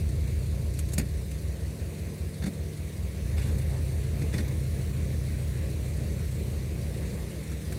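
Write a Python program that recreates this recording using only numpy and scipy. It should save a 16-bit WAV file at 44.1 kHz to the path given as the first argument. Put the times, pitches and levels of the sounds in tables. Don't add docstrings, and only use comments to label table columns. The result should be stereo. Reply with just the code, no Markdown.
import sys
import numpy as np
from scipy import signal
from scipy.fft import rfft, irfft, next_fast_len
from scipy.io import wavfile
from scipy.ndimage import uniform_filter1d, map_coordinates

SR = 44100
rng = np.random.default_rng(int(sys.argv[2]) if len(sys.argv) > 2 else 0)


def store_wav(level_fs):
    pcm = np.round(np.clip(np.atleast_2d(level_fs), -1, 1) * 32767)
    wavfile.write(sys.argv[1], SR, pcm.T.astype(np.int16))


def ratio_of_db(decibels):
    return 10 ** (np.asarray(decibels, float) / 20)


N = 343098


def unit(x):
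    return x / np.sqrt(np.mean(x ** 2) + 1e-20)


def along(points, hz):
    f, v = np.transpose(points)
    return np.interp(np.log(hz + 1), np.log(f + 1), v)


def curves(rows):
    s, *cols = np.transpose(rows)
    return [np.interp(np.arange(N) / SR, s, c) for c in cols]


def wobble(rate_hz):
    coarse = np.arange(0, N + 64, 64)
    knots = rng.standard_normal(int(N * rate_hz / SR) + 4)
    return np.interp(np.arange(N), coarse, map_coordinates(knots, [coarse * rate_hz / SR]))


def filtered(x, response):
    m = next_fast_len(N + SR)
    return irfft(rfft(x, m) * response(np.fft.rfftfreq(m, 1 / SR) + 1e-3), m)[..., :N]


def mode(f, centre_hz, width_hz):
    return 1j * f * width_hz / (centre_hz ** 2 - f ** 2 + 1j * f * width_hz)


def strikes(times_s, sizes):
    at = np.round(times_s * SR).astype(int)
    keep = (at >= 0) & (at < N)
    return np.bincount(at[keep], (sizes + 0 * times_s)[keep], N)


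# hz, correlation
LIKENESS = [(60, 1), (250, 0.95), (500, 0.98), (1000, 0.82), (1600, 0.73), (2200, 0.55), (3200, 0.56),
            (5000, 0.45), (8000, 0.1), (12000, 0.15)]


def rush(spectrum, patchy_db):
    z = signal.stft(rng.standard_normal((2, N)), nperseg=512)[2]
    field = uniform_filter1d(rng.standard_normal(z.shape[1:]), size=6, axis=0)
    field = uniform_filter1d(field, size=12, axis=1)
    pair = signal.istft(z * ratio_of_db(patchy_db * unit(field)), nperseg=512)[1][:, :N]

    def mid_side(hz):
        angle = np.arccos(np.clip(along(LIKENESS, hz), -1, 1)) / 2
        return ratio_of_db(along(spectrum, hz)) * [np.cos(angle), np.sin(angle)]

    mid, side = filtered(pair, mid_side)
    return unit(np.array([mid + side, mid - side]))


# hz, level_db
AIRFLOW = [(45, -60), (65, -3), (135, -5), (210, -3.5), (260, -11.5), (400, -8), (550, -11), (750, -19),
           (1100, -18), (1600, -43), (4000, -90)]
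WHIRR = [(500, -46), (1000, -3.5), (1400, -5.5), (2100, -1.5), (2800, -4.5), (3600, -6), (4500, -13),
         (7000, -67)]
HISS = [(2000, -49), (4000, -3), (5500, -0.5), (7000, -1.5), (9000, 0.5), (11000, -2), (13000, -4.5),
        (15500, -5.5), (17000, -30)]


def engine_bay():
    PULL_S, PULL_RISE_S = 3.19, .08
    pull = .5 + .5 * np.tanh((np.arange(N) / SR - PULL_S) / PULL_RISE_S)
    air_db = -45.5 + 2 * pull + 4.0 + 1.14 * wobble(11)
    whirr_db = -56.5 + 2.5 * pull + 4 + 0.61 * wobble(15)
    hiss_db = -55 + 1.64 * pull + 3.5 + 0.21 * wobble(7.9)
    air = ratio_of_db(air_db) * rush(AIRFLOW, patchy_db=1.5)
    whirr = ratio_of_db(whirr_db) * rush(WHIRR, patchy_db=1.5)
    hiss = ratio_of_db(hiss_db) * rush(HISS, patchy_db=2.0)
    return air + whirr + hiss


# time_s, turns_per_s
FAN_SPEED = [(0, 37.9), (1, 37.9), (2, 37.7), (2.35, 37.15), (3.1, 37.2), (3.6, 37.8), (5.5, 37.8),
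             (7.78, 37.85)]
# multiple_of_fan_speed, level_db
BLADE_HUM = [(4, -42), (5, -48), (6, -55), (8, -55.5), (9, -60.5), (10, -56.5), (12, -57), (14, -60.5),
             (15, -58.5), (18, -59.5)]


def fan():
    turn_rad = 2 * np.pi * np.cumsum(curves(FAN_SPEED)[0]) / SR

    def hum(k, db):
        level = ratio_of_db(db + 3 + wobble(4))
        return level * np.sin(k * turn_rad + .15 * wobble(3) + 2 * np.pi * rng.random())

    return sum(hum(round(k), db) for k, db in BLADE_HUM)


# time_s, speed_rpm
REVS = [(0, 785.4), (.6, 775.2), (1.2, 743.7), (1.5, 659.9), (1.9, 611.7), (2.95, 614.1), (3.15, 683.7),
        (3.4, 798.6), (3.9, 796.9), (4.6, 806), (5.6, 779.2), (6.7, 771.5), (7.1, 741), (7.78, 644.6)]


def crank():
    START_CYCLE = -.202
    t = np.arange(-200, 8000) / 1000
    done = np.cumsum(np.interp(t, *np.transpose(REVS))) / 120 / 1000
    return t, done - np.interp(0, t, done) + START_CYCLE


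def moments(share):
    t, done = crank()
    return np.interp(np.arange(-1, int(done[-1])) + share, done, t)


# manifold_delay_s, pulse_db, tick_cycle_share, tick_db
CYLINDERS = [(-.0164, 0, .165, -3), (-.014, -3.5, .38, -3), (-.0206, -.2, .625, 0), (-.028, -1.4, .84, 0)]
# hz, level_db
TICK = [(1500, -52), (3500, 6), (4500, 12), (6000, 3), (9000, 11.5), (12000, 3), (16000, -69)]


def valves():
    hits = sum(strikes(moments(share), ratio_of_db(db)) for _, _, share, db in CYLINDERS)
    hits = hits * ratio_of_db(1.5 * rng.standard_normal(N))
    t = np.arange(-400, 1600) / SR
    shape = np.where(t < 0, ratio_of_db(20 * t / 0.044), ratio_of_db(-60 * t / 0.14))
    envelope = signal.fftconvolve(hits, shape)[400:N + 400]
    return ratio_of_db(-52) * envelope * rush(TICK, patchy_db=2)


# hz, level_db
COLOURS = [
    [(5000, -33), (6500, 7), (9000, 6), (11000, 4), (16000, -9.5)],
    [(2500, -5), (3500, -0.5), (5500, 2), (7000, -17)],
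    [(550, -9), (800, 7.5), (1500, 1.5), (2100, -0.5), (2900, -2), (3800, -31)],
]
# centre_hz, width_hz, level_db
SHELL = [(171, 83, 5), (229, 27, 3), (277, 17, 2.5), (419, 120, -6), (463, 73, -7), (656, 20, -20.5)]


def shaken(levels):
    def body(f):
        return sum((-1) ** k * ratio_of_db(db) * mode(f, c, w) for k, (c, w, db) in enumerate(SHELL))

    thud = filtered(levels[3] * rng.standard_normal(N), body) * ratio_of_db(18.5)
    return sum(level * rush(colour, patchy_db=3.5) for level, colour in zip(levels, COLOURS)) + thud


# start_s, length_s, level_db, jolt_over_creak_db
CREAKS = [
    (2.418, 0.077, -47, 13),
    (3.36, 0.11, -47.5, 2),
    (3.45, .084, -53, 10),
    (4.213, 0.024, -52.5, 16),
    (4.323, 0.048, -45.5, 12.5),
    (4.363, 0.066, -49.5, 12),
    (7.489, 0.066, -56.5, 6),
]
# bright_db, mid_db, dull_db
CREAK_DB = [-2.5, -1.5, 4]
# centre_hz, width_hz, level_db
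SPRING = (3520, 260, -2)


def suspension():
    t, levels = np.arange(N) / SR, np.zeros((4, N))
    slips = ratio_of_db(3.3 * wobble(120))
    for start_s, length_s, db, jolt_db in CREAKS:
        swell = np.sin(np.pi * np.clip((t - start_s) / length_s, 0, 1)) ** 0.6
        levels += ratio_of_db(db + np.array([*CREAK_DB, jolt_db]))[:, None] * swell * slips
    centre_hz, width_hz, spring_db = SPRING
    ring = unit(filtered(rng.standard_normal(N), lambda f: mode(f, centre_hz, width_hz) ** 2))
    return shaken(levels) + ratio_of_db(spring_db) * levels[1] * ring


# time_s, crack_db, thickness_0_to_2, jolt_over_crack_db
SNAPS = [(.088, -36, .2, 7), (0.737, -35.5, 0, 5), (0.7884, -25, 0.36, -8), (.8854, -36, .5, 1),
         (.9204, -35, 0.53, -15), (0.933, -23, 0.23, -11), (0.9794, -18, 0.76, 5.5),
         (0.9955, -41.5, 1.96, -3), (1.0114, -43, 1.2, 16), (1.3119, -36, .5, 8), (3.583, -35.5, .2, -11),
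         (4.38, -33.5, 1.66, -17), (4.3924, -46, 0.94, 13), (4.4794, -37, 0.57, 4), (7.4282, -39, 0.61, -4),
         (7.5153, -37, 0.052, -2), (7.722, -31, .9, -1)]


def twigs():
    SNAP_RISE_S, SNAP_T60_S = 0.0019, 0.054
    t, levels = np.arange(N) / SR, np.zeros((4, N))
    for start_s, crack_db, thick, jolt_db in SNAPS:
        age_s = np.clip(t - start_s, 0, None)
        decay = (1 - np.exp(-age_s / SNAP_RISE_S)) * ratio_of_db(-60 * age_s / SNAP_T60_S)
        colour_db = np.array([0, -9 + 8 * thick, -17 + 16 * thick, jolt_db - 1.5])
        levels += ratio_of_db(crack_db - 3.5 + colour_db)[:, None] * decay
    return shaken(levels)


# time_s, exhaust_db
EFFORT = [(0, -27.5), (.7, -29.5), (1.3, -30.5), (1.9, -34.5), (2.9, -34.5), (3.35, -27), (3.8, -29.5),
          (6.5, -32), (7.2, -33), (7.78, -38)]


def load():
    LABOUR_RPM, BLEND_RPM, REMAINS_DB = 705, 12, -21
    UPPER_DB, UPPER_DB_PER_RPM, IDLE_RPM = -35.5, 0.0962, 785
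    rpm, effort = curves(REVS)[0], ratio_of_db(curves(EFFORT)[0])
    pulling = 1 / (1 + np.exp((LABOUR_RPM - rpm) / BLEND_RPM))
    upper = ratio_of_db(UPPER_DB + UPPER_DB_PER_RPM * (rpm - IDLE_RPM))
    return effort * (pulling + ratio_of_db(REMAINS_DB)), upper, effort * (1 - pulling + ratio_of_db(REMAINS_DB))


def cut(f, corner_hz):
    return (-f * f / (corner_hz ** 2 - f * f + 1.2j * f * corner_hz)) ** 2


# centre_hz, width_hz, level_db
PIPE = [(52.6, 4, -2.3), (88.55, 4.2, -1.2), (129, 4, -3.5)]
# centre_hz, width_hz
SILENCER = (75.4, 20)


def burble(order):
    CYCLE_HZ = 6.55
    f, (centre, width) = order * CYCLE_HZ, SILENCER
    firings = sum(ratio_of_db(db) * np.exp(-2j * np.pi * (order * k / 4 + f * delay_s))
                  for k, (delay_s, db, *_) in enumerate(CYLINDERS))
    chamber = mode(f, centre, width) * (centre / (1j * f) * mode(f, centre, width) - .4)
    pipe = sum(ratio_of_db(db) * mode(f, c, w) for c, w, db in PIPE)
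    return np.angle(-firings * cut(f, 44.85) * (chamber + pipe))


DRONE = [-62, -40, -46, -38, -36, -35, -41, -52, -40, -51, -52]
UPPER = [-47, -39, -39, -50, -60, -53, -55]
LOPE = [0, -2.5, -11, -13]
# centre_hz, width_hz, level_db
CHUFF = [(67.4, 10, 9.5), (93.3, 43, -4)]


def exhaust():
    drone, upper, single = load()
    turn_rad = 2 * np.pi * np.interp(np.arange(N) / SR, *crank())

    def stack(first, levels_db):
        return unit(sum(ratio_of_db(db + .4 * wobble(5)) * np.cos(k * turn_rad + burble(k))
                        for k, db in enumerate(levels_db, first)))

    def chuff_ring(f):
        rings = sum((-1) ** k * ratio_of_db(db) * mode(f, c, w) for k, (c, w, db) in enumerate(CHUFF))
        return cut(f, corner_hz=53.3) * mode(f, 91, 53) * rings

    pulses = sum(strikes(moments(k / 4) - .026, ratio_of_db(db)) for k, db in enumerate(LOPE))
    pulses *= ratio_of_db(.8 * rng.standard_normal(N))
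    chuff = unit(filtered(pulses, chuff_ring))
    boom = drone * stack(7, DRONE) + upper * stack(18, UPPER) + single * chuff
    return filtered(boom, lambda f: 1 / (1 + (46 / f) ** 12))


# hz, left_minus_right_db
PAN = [(60, 1), (150, .6), (300, -.4), (600, .9), (1500, -1.3), (6000, -2), (14000, -.8)]


def scene():
    air = engine_bay() + fan() + valves() + suspension() + twigs() + exhaust()
    return filtered(air, lambda hz: ratio_of_db(np.outer([.5, -.5], along(PAN, hz))))


def low_pass(x):
    return signal.sosfilt(signal.butter(12, 15940, fs=SR, output="sos"), x)


def record(dry):
    TOP_HZ, LAG_S = 15900, 21 / SR
    dry = filtered(dry, lambda hz: hz < TOP_HZ)
    late = filtered(dry[0], lambda hz: np.exp(-2j * np.pi * hz * LAG_S))
    return low_pass(np.array([late, dry[1]]))


dry = scene()
out = record(dry)
store_wav(out)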